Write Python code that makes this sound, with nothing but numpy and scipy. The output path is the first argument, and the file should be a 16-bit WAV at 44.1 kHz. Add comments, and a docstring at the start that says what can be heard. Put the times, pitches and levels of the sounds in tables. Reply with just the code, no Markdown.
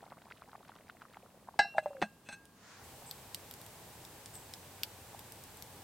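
"""A stew simmers in a cast iron pot on a wood fire outdoors. Thick bubbles burst until the lid clanks
onto the rim, scrapes shut and is let go; the air under it booms, sinking in pitch as the gap narrows.
A soft hiss swells. Then, from closer by, flames flutter, the embers hiss and snap as charred wood
splits, and a small bird calls twice from the trees."""
import sys
import numpy as np
from scipy import signal
from scipy.fft import rfft, irfft, next_fast_len
from scipy.io import wavfile

SR = 44100
rng = np.random.default_rng(int(sys.argv[2]) if len(sys.argv) > 2 else 0)


def generate_wav(signal):
    """Clip the signal to [-1, 1] and save it as 16-bit WAV at the path in sys.argv[1]."""
    frames = np.transpose(np.atleast_2d(signal))
    scaled = np.clip(frames, -1, 1) * 32767
    pcm = np.round(scaled).astype(np.int16)
    wavfile.write(sys.argv[1], SR, pcm)


N = 257103
TIME = np.arange(N) / SR
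LID_LANDS_S, LID_DROPS_S, LID_SHUT_S = 1.59, 2.005, 2.03   # onto the rim, into its seat, at rest
CLOSE_S, CLOSE_FADE_S = 2.83, 0.012   # the perspective moves in close to the fire


def from_db(db):
    """Decibels to gain."""
    return 10 ** (np.asarray(db) / 20)


def rms_one(x):
    """Scale to rms 1."""
    return x / np.sqrt(np.mean(x ** 2) + 1e-20)


def peak_one(x):
    """Scale to peak 1."""
    return x / (np.abs(x).max() + 1e-20)


def decay(t, t60):
    """Exponential decay, 60 dB down after t60 seconds."""
    return np.exp(-np.log(1000) * t / t60)


def ramp(t, start_s, length_s):
    """Linear fade from 0 to 1."""
    return np.clip((t - start_s) / length_s, 0, 1)


def glide(hz):
    """A sine that follows a pitch curve."""
    return np.sin(2 * np.pi * np.cumsum(hz) / SR)


def add(track, s, sound):
    """Mix a sound into a track from time s on."""
    start = max(int(s * SR), 0)
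    track[..., start:start + sound.shape[-1]] += sound[..., :N - start]


def eq(x, curve):
    """Shape by a (Hz, dB) curve with minimum phase, so that nothing rings ahead of an attack."""
    size = next_fast_len(x.shape[-1] + 4096, True)
    hz, db = np.transpose(curve)
    bin_hz = np.maximum(np.arange(size // 2 + 1) * SR / size, 1)
    gain = from_db(np.interp(np.log(bin_hz), np.log(hz), db))
    cepstrum = irfft(np.log(gain), size)
    cepstrum[1:size // 2] *= 2
    cepstrum[size // 2 + 1:] = 0
    return irfft(rfft(x, size) * np.exp(rfft(cepstrum)), size)[..., :x.shape[-1]]


def butter(x, hz, kind, order=2):
    """Butterworth low- or high-pass."""
    return signal.sosfilt(signal.butter(order, min(hz, .45 * SR), kind, fs=SR, output="sos"), x)


def stereo(mid, side):
    """Left and right from mid and side."""
    return np.array([mid + side, mid - side])


def outdoor_reverb(x, t60, wet_db):
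    """Stones, leaves and trunks throw back a thin tail, different on each side."""
    t = TIME[:SR // 2]
    tail = rng.standard_normal((2, len(t))) * decay(t, t60) * (1 - decay(t, 0.0092))
    tail /= np.sqrt(np.sum(tail ** 2) / 2)
    return x + from_db(wet_db) * signal.fftconvolve(np.atleast_2d(x), tail, axes=1)[:, :N]


# Stereo width of the noise beds. Each row: frequency in Hz, side level against mid in dB.
BED_WIDTH = [(60, -16), (130, -20.5), (290, -12.5), (640, -13.5), (1410, -9.5), (3100, -3), (6820, -2),
             (15000, -1)]


def noise_bed(curve):
    """Stereo noise at rms 1, narrow in the bass and wider in the treble."""
    mid, side = eq(rng.standard_normal((2, N)), curve)
    return rms_one(stereo(mid, eq(side, BED_WIDTH)))


# Tone of the woods. Each row: frequency in Hz, EQ gain in dB.
WOODS_EQ = [(15, -41), (25, -14), (87, 0.5), (195, 4), (344, -3), (695, -6), (1130, -8), (1260, -12.5),
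            (1560, -15), (2480, -18.5), (4370, -19.5), (5880, -22), (8360, -20.5), (13600, -24),
            (16000, -24.5)]


def woods(level_db=-62, duck_db=-9):
    """A quiet, dark ambience that ducks when the fire comes close."""
    return from_db(level_db + duck_db * ramp(TIME, CLOSE_S, CLOSE_FADE_S)) * noise_bed(WOODS_EQ)


# Tone of splitting wood. Each row: frequency in Hz, EQ gain in dB.
SPLINTER_EQ = [(500, -58), (1500, -9.5), (2500, -5.5), (3700, -1), (5000, -0.5), (6500, -7), (8400, 0.5),
               (10500, -4.5), (13000, 8.5), (16000, -21)]


def crackle(per_s=22, level_db=-48, spread_db=3, low_cut_hz=5000, far_db=-10):
    """Tiny splinters tick at random, fainter while the fire is farther off."""
    distance_db = far_db * (TIME < CLOSE_S)
    triggers = rng.random(N) < per_s / SR
    accent_db = spread_db * np.minimum(rng.exponential(1, N), 2.5)
    clicks = triggers * from_db(level_db + distance_db + accent_db)
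    return butter(eq(clicks, SPLINTER_EQ), low_cut_hz, "high")


def bursts(bubbles, decay_cycles=0.45, echo_s=0.001277, echo_gain=0.43, delay_s=0.00064):
    """A thick skin tears: each bubble rings for about two cycles and the pot walls echo it twice."""
    out, t = np.zeros(N), TIME[:SR // 50]
    wall_paths = rng.uniform(0.74, 1.283, (len(bubbles), 2))
    for (s, db, hz), (near, far) in zip(bubbles, wall_paths):
        age = t * hz / decay_cycles
        pop = from_db(db) * peak_one(age ** 2 * np.exp(-age) * np.sin(2 * np.pi * hz * t))
        add(out, s + delay_s, pop)
        add(out, s + delay_s + echo_s * near, echo_gain * pop)
        add(out, s + delay_s + echo_s * 2 * far, echo_gain ** 2 * pop)
    return out


def lid_shade(s):
    """The nearing lid shades the high bubbles first: a tilt in dB per octave."""
    return -3 * ramp(s, start_s=1.18, length_s=0.15)


def froth(bubbles, count=7, lead_s=0.018, lag_s=0.009, below_db=-14, octaves=1.26, db_per_octave=-3):
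    """A big bubble takes its small neighbours with it: they burst around it, higher and fainter."""
    s, db, hz = np.transpose(bubbles)[:, :, None]
    when, size, pitch = rng.random((len(bubbles), count, 3)).transpose(2, 0, 1)
    starts = s - lead_s + when * (lead_s + lag_s)
    octaves_up = octaves * pitch
    levels = db + below_db + 6 * (size - .5) + (db_per_octave + lid_shade(s)) * octaves_up
    return bursts(np.stack([starts, levels, hz * 2 ** octaves_up], axis=-1).reshape(-1, 3))


def simmer(count, level_db, low_hz, high_hz, until_s, spread_db=2.5, db_per_octave=-0.5):
    """Small bubbles burst at random while the pot is open."""
    when, size, pitch = rng.random((count, 3)).T
    s, hz = when * until_s, low_hz * (high_hz / low_hz) ** pitch
    accent_db = spread_db * np.minimum(-np.log(size), 2.5)
    tilt_db = (db_per_octave + lid_shade(s)) * np.log2(hz / low_hz)
    return bursts(np.column_stack([s, level_db + accent_db + tilt_db, hz]))


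# The featured bubble pops. Each row: start in seconds, level in dB, pitch in Hz.
BIG_BUBBLES = [(0.039, -43, 1030), (0.063, -44.5, 686), (0.12, -35.5, 930), (0.255, -46, 860),
               (0.311, -36.5, 1300), (0.321, -36, 2150), (0.42, -39.5, 1090), (0.531, -39.5, 1050),
               (0.552, -36.5, 940), (0.694, -39.5, 990), (0.761, -46, 1310), (0.897, -35, 1500),
               (1.018, -37, 1290), (1.052, -43.5, 1180), (1.144, -43, 2080), (1.169, -36.5, 970),
               (1.486, -34, 850), (1.931, -43.5, 1070), (1.968, -44, 1500), (3.022, -43, 790),
               (5.146, -40, 781)]


def stew(big_trim_db=-1):
    """Big bubbles burst with their froth over middling and small ones, with fine spitting on top."""
    big = from_db(big_trim_db) * (bursts(BIG_BUBBLES) + froth(BIG_BUBBLES))
    middling = simmer(count=10, level_db=-50.5, low_hz=665, high_hz=1480, until_s=LID_SHUT_S)
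    small = simmer(count=240, level_db=-57.5, low_hz=392, high_hz=3280, until_s=LID_SHUT_S, spread_db=3.5)
    spitting = simmer(count=26, level_db=-56, low_hz=3170, high_hz=5250, until_s=1.35)
    return big + middling + small + spitting


def iron_ring(modes, bright_hz, uneven_db=1.0):
    """Each blow rings every mode with a strength of its own; a soft contact leaves out the high ones."""
    t = TIME[:SR * 3 // 4]
    hz, db, t60 = np.transpose(modes)[:, :, None]
    gain = from_db(db + uneven_db * rng.standard_normal(hz.shape)) / np.sqrt(1 + (hz / bright_hz) ** 4)
    polarity = rng.choice([-1, 1], hz.shape)
    return np.sum(gain * polarity * decay(t, t60) * np.sin(2 * np.pi * hz * t), axis=0)


def trapped_air(s, db, attack_s, gap_hz=736, cross_hz=810, sag_hz=62, cross_db=10.5, loss_db=26):
    """Pushed air rings through the lid's gap and across the pot; both notes sink as the gap narrows."""
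    t = TIME[:SR // 4]
    gap_area = np.interp(s + t, [LID_LANDS_S, LID_DROPS_S, LID_SHUT_S], [1, 0.49, 0.082])
    gap_ring = decay(t, t60=0.12) * glide(gap_hz * np.sqrt(gap_area))
    closing = ramp(1 - gap_area, 0, 0.54)   # the cross ring settles once 54% of the gap is shut
    cross_gain = from_db(cross_db - loss_db * closing)
    cross_ring = cross_gain * decay(t, t60=0.091) * glide(cross_hz - sag_hz * closing)
    return from_db(db) * (1 - decay(t, attack_s)) * (gap_ring + cross_ring)


# Tone of the dead clack of iron on iron. Each row: frequency in Hz, EQ gain in dB.
CLACK_EQ = [(100, -7), (350, -39.5), (650, 9), (900, 0), (1150, -11.5), (1700, -5), (3000, -18.5),
            (4500, -14), (6500, -23), (8200, -19), (11000, -49), (16000, -28.5)]


def contact(bright_hz, thud_db=-19, thud_hz=290, tick_db=-17, tick_hz=3000, low_cut_hz=120):
    """Rough iron clacks and ticks, and the grate thuds in step."""
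    t = TIME[:SR // 4]
    chatter, shake = rng.standard_normal((2, len(t)))
    clack = rms_one(butter(eq(chatter, CLACK_EQ), bright_hz, "low")) * decay(t, t60=0.061)
    thud = from_db(thud_db) * rms_one(butter(shake, thud_hz, "low")) * decay(t, t60=0.071)
    tick_noise = butter(butter(shake, tick_hz, "high"), bright_hz, "low", order=1)
    tick = from_db(tick_db) * tick_noise * decay(t, t60=0.023)
    return butter(clack + thud + tick, low_cut_hz, "high")


# The ring of the hand-held lid. Each row: frequency in Hz, level in dB, t60 in seconds.
LID_RING = [(420, -21, 0.083), (1230, -28.5, 0.21), (1500, -26, .2), (1618, -1.5, 0.14), (1671, 0.5, 0.15),
            (2047, -6, 0.13), (2580, -27, 0.18), (2700, -17.5, 0.17), (2735, -19, 0.67), (2950, -16, 0.094),
            (3110, -26.5, 0.1), (3811, -25, .2), (3870, -16.5, 0.15), (4040, -16.5, 0.23),
            (4240, -27, 0.23), (4670, -20.5, .18), (4830, -21, 0.087), (5500, -31, 0.059), (5450, -24, .22),
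            (5430, -22, 0.24), (5750, -39, 0.46), (6900, -35, 0.14), (7730, -24.5, 0.14)]
# The ring of the pot with the lid on its rim. Each row: frequency in Hz, level in dB, t60 in seconds.
POT_RING = [(173, -9, 0.22), (818, -6.5, 0.22), (890, -18.5, 0.074), (1561, 1, 0.13), (1616, -10, 0.75),
            (1970, -14, 0.085), (2594, 1.5, 0.2), (2666, -12.5, 0.22), (3480, -5, 0.074), (4070, -3, 0.075),
            (4250, -8.5, 0.12), (5500, -12, 0.16), (6280, -4.5, 0.12), (8100, -0.5, 0.06), (8250, -13, .1),
            (8430, -7.5, 0.12), (10900, -18.5, .1)]
# The lid's hits. Each row: start in seconds, levels in dB of lid ring, pot ring, trapped air and clack,
# brightness in Hz, t60 of the contact's damping in seconds.
LID_HITS = [(1.5909, -20, -42, -26, -22.5, 8600, 7.2), (1.7821, -26, -63, -23, -22, 2170, 0.092),
            (1.859, -47, -70, -25, -35, 1480, 0.21), (2.0169, -46, -48, -28, -29.5, 4840, 3.0),
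            (2.0244, -52, -31, -37, -19, 2430, 0.16), (2.2877, -54, -47.5, -52, -38.5, 7000, 5.0),
            (2.3270, -63, -50, -60, -60, 12000, 4.3)]


def lid():
    """The lid hits the rim, shifts, drops into its seat and is let go, ringing the iron and the air."""
    out = np.zeros(N)
    for s, lid_db, pot_db, air_db, clack_db, bright_hz, held_t60 in LID_HITS:
        clack = from_db(clack_db) * contact(bright_hz)
        hit = from_db(lid_db) * iron_ring(LID_RING, bright_hz)
        hit += from_db(pot_db) * iron_ring(POT_RING, bright_hz)
        add(hit, 0, clack + trapped_air(s, air_db, attack_s=0.007))
        add(out, s, hit * decay(TIME[:len(hit)], held_t60))   # pressing on the rim chokes the ring
    return out


def jolt(level_db=-41, hz=45, t60=0.066):
    """A sub thump: the lid's first hit pushes out a puff of air."""
    out, t = np.zeros(N), TIME[:SR // 4]
    add(out, LID_HITS[0][0], from_db(level_db) * decay(t, t60) * np.sin(2 * np.pi * hz * t))
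    return out


# Big bubbles under the half-closed lid. Each row: start in seconds, level in dB.
COVERED_BUBBLES = [(1.647, -40), (1.748, -37.5), (1.767, -37), (1.904, -37.5), (1.965, -48)]


def gulps(small_count=8, small_db=-51, spread_db=4):
    """While the lid slides, big bubbles and a few small ones boom in the air under it."""
    out = np.zeros(N)
    starts = rng.uniform(LID_LANDS_S, LID_DROPS_S, small_count)
    levels = rng.normal(small_db, spread_db, small_count)
    for s, db in [*COVERED_BUBBLES, *zip(starts, levels)]:
        add(out, s, trapped_air(s, db, attack_s=0.011))
    return out


# The lid rubs along the rim. Each row: start and length in seconds, level in dB, brightness in Hz.
RIM_STROKES = [(1.762, 0.049, -57, 6960), (1.828, 0.022, -62, 9000), (1.866, 0.044, -67.5, 9100),
               (2, 0.075, -58.5, 4000), (2.246, 0.051, -61.5, 6000), (2.305, 0.053, -52.5, 9000)]


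def scrapes(grain_db=4, held_t60=0.017, grit_db=-9, grit_low_hz=7600, grit_high_hz=8800):
    """Rough castings rub: dense tiny slips ring the damped pot, with a thin gritty squeak on top."""
    out, t = np.zeros(N), TIME[:SR // 8]
    for s, length_s, db, bright_hz in RIM_STROKES:
        noise, size = rng.standard_normal((2, len(t)))
        slips = noise * from_db(grain_db * size)
        choked_ring = iron_ring(POT_RING, bright_hz)[:len(t)] * decay(t, held_t60)
        body = signal.fftconvolve(slips, choked_ring)[:len(t)]
        grit = butter(butter(slips, grit_low_hz, "high", order=8), grit_high_hz, "low", order=8)
        stroke = np.sin(np.pi * np.minimum(t / length_s, 1))
        add(out, s, from_db(db) * stroke * (rms_one(body) + from_db(grit_db) * rms_one(grit)))
    return out


# The featured ember snaps. Each row: start in seconds, level in dB, pitch in Hz, fizz level in dB.
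EMBER_SNAPS = [(2.4535, -46.5, 8480, -21.5), (3.1108, -32.5, 4540, -15.5), (3.3454, -23.5, 6850, -22.5),
               (3.5105, -38, 5260, -14), (4.2587, -34.5, 8050, -28), (4.5367, -31.5, 5170, -25),
               (4.8328, -22.5, 3550, -17.5), (5.3208, -39, 8150, -14), (5.623, -35.5, 8200, -13)]


def embers(crack_t60=0.0073, focus_db=4, side_db=-11, trim_db=2.77, fizz_boost_db=13, delay_s=0.00071):
    """Charred wood splits: a very short crack around the pitch of the splinter, with a fizz on top."""
    out, t = np.zeros((2, N)), TIME[:SR // 40]
    for s, db, hz, fizz_db in [*EMBER_SNAPS, *small_snaps()]:
        crack = eq(rng.standard_normal((2, len(t))) * decay(t, crack_t60), SPLINTER_EQ)
        pitched = eq(crack, [(hz / 2, -focus_db), (hz, 0), (hz * 2, -focus_db)])
        body = peak_one(butter(pitched, 10000, "low", order=6))
        fizz = peak_one(butter(crack, 11000, "high", order=6))
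        mid, side = body + from_db(fizz_db + fizz_boost_db) * fizz
        snap = from_db(db + trim_db) * stereo(mid, from_db(side_db) * side)
        add(out, min(s + delay_s, TIME[-1]), snap)
    return out


def small_snaps(count=8, level_db=-43, spread_db=2, hz=8300, spread_octaves=.15, fizz_db=-14):
    """Random cues for faint, high snaps once the fire is close; rows as in EMBER_SNAPS."""
    size, pitch = rng.standard_normal((count, 2)).T
    starts = rng.uniform(CLOSE_S, TIME[-1], count)
    levels, pitches = level_db + spread_db * size, hz * 2 ** (spread_octaves * pitch)
    return np.column_stack([starts, levels, pitches, np.full(count, fizz_db)])


# Tone of the soft hiss. Each row: frequency in Hz, EQ gain in dB.
SOFT_HISS_EQ = [(300, -17), (900, -5.5), (1400, -1.5), (3300, -12.5), (6700, -11), (10000, -25),
                (16000, -37.5)]


def soft_hiss(peak_s=2.728, width_s=0.13, level_db=-57):
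    """A soft hiss swells and sinks once the pot is shut."""
    swell = np.exp(-((TIME - peak_s) / width_s) ** 2)
    return from_db(level_db) * swell * noise_bed(SOFT_HISS_EQ)


# Tone of the close fire and of its low rumble. Each row: frequency in Hz, EQ gain in dB.
FIRE_EQ = [(150, -26.5), (250, -0.5), (468, 1.5), (723, -1), (788, 3.5), (1200, -5), (1280, -8),
           (1580, -5.5), (1850, -8), (2050, -8.5), (6470, -14.5), (8120, -10.5), (10000, -16),
           (13900, -14.5), (16000, -24)]
RUMBLE_EQ = [(25, -24), (50, -11), (75, -7), (97, -0.5), (125, -4.5), (170, -7.5), (240, -12), (320, -27.5)]


def fire(level_db=-55.5, rumble_db=-57, crossover_hz=2000, flame_fade_s=0.16):
    """The low flutter of the flames fades in just ahead of the even hiss of the embers."""
    bed = from_db(level_db) * noise_bed(FIRE_EQ)
    flames = butter(bed, crossover_hz, "low", order=5) + from_db(rumble_db) * noise_bed(RUMBLE_EQ)
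    hiss = butter(bed, crossover_hz, "high", order=5)
    flame_fade = ramp(TIME, CLOSE_S - flame_fade_s, flame_fade_s) ** 2
    return flame_fade * flames + ramp(TIME, CLOSE_S, CLOSE_FADE_S) * hiss


# The bird's calls. Each row: start in seconds, level in dB.
CHIRPS = [(3.061, -53), (4.3362, -49.5)]


def bird(length_s=0.048, hz=8030, swing_hz=1210, warble_s=0.0205, attack_s=0.004, release_s=0.012):
    """A thin, very high note warbles up and down twice, and the swing dies away."""
    out, t = np.zeros(N), TIME[:int(length_s * SR)]
    pitch = hz - swing_hz * decay(t, t60=0.16) * np.cos(2 * np.pi * t / warble_s)
    call = ramp(t, 0, attack_s) * ramp(length_s - t, 0, release_s) * glide(pitch)
    for s, db in CHIRPS:
        add(out, s, from_db(db) * call)
    return out


def scene():
    """Pot and fire straight ahead in the open air, the bird far off among the trees."""
    pot = stew() + lid() + jolt() + gulps() + scrapes()
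    snaps = outdoor_reverb(embers() + crackle(), t60=0.048, wet_db=-7)
    far_bird = outdoor_reverb(bird(), t60=0.5, wet_db=-5)
    return pot + snaps + far_bird + woods() + fire() + soft_hiss()


def record(dry, cutoff_hz=16000):
    """A steep low-pass on the master."""
    return signal.sosfiltfilt(signal.ellip(10, .05, 60, cutoff_hz, fs=SR, output="sos"), dry)


dry = scene()
out = record(dry)
generate_wav(out)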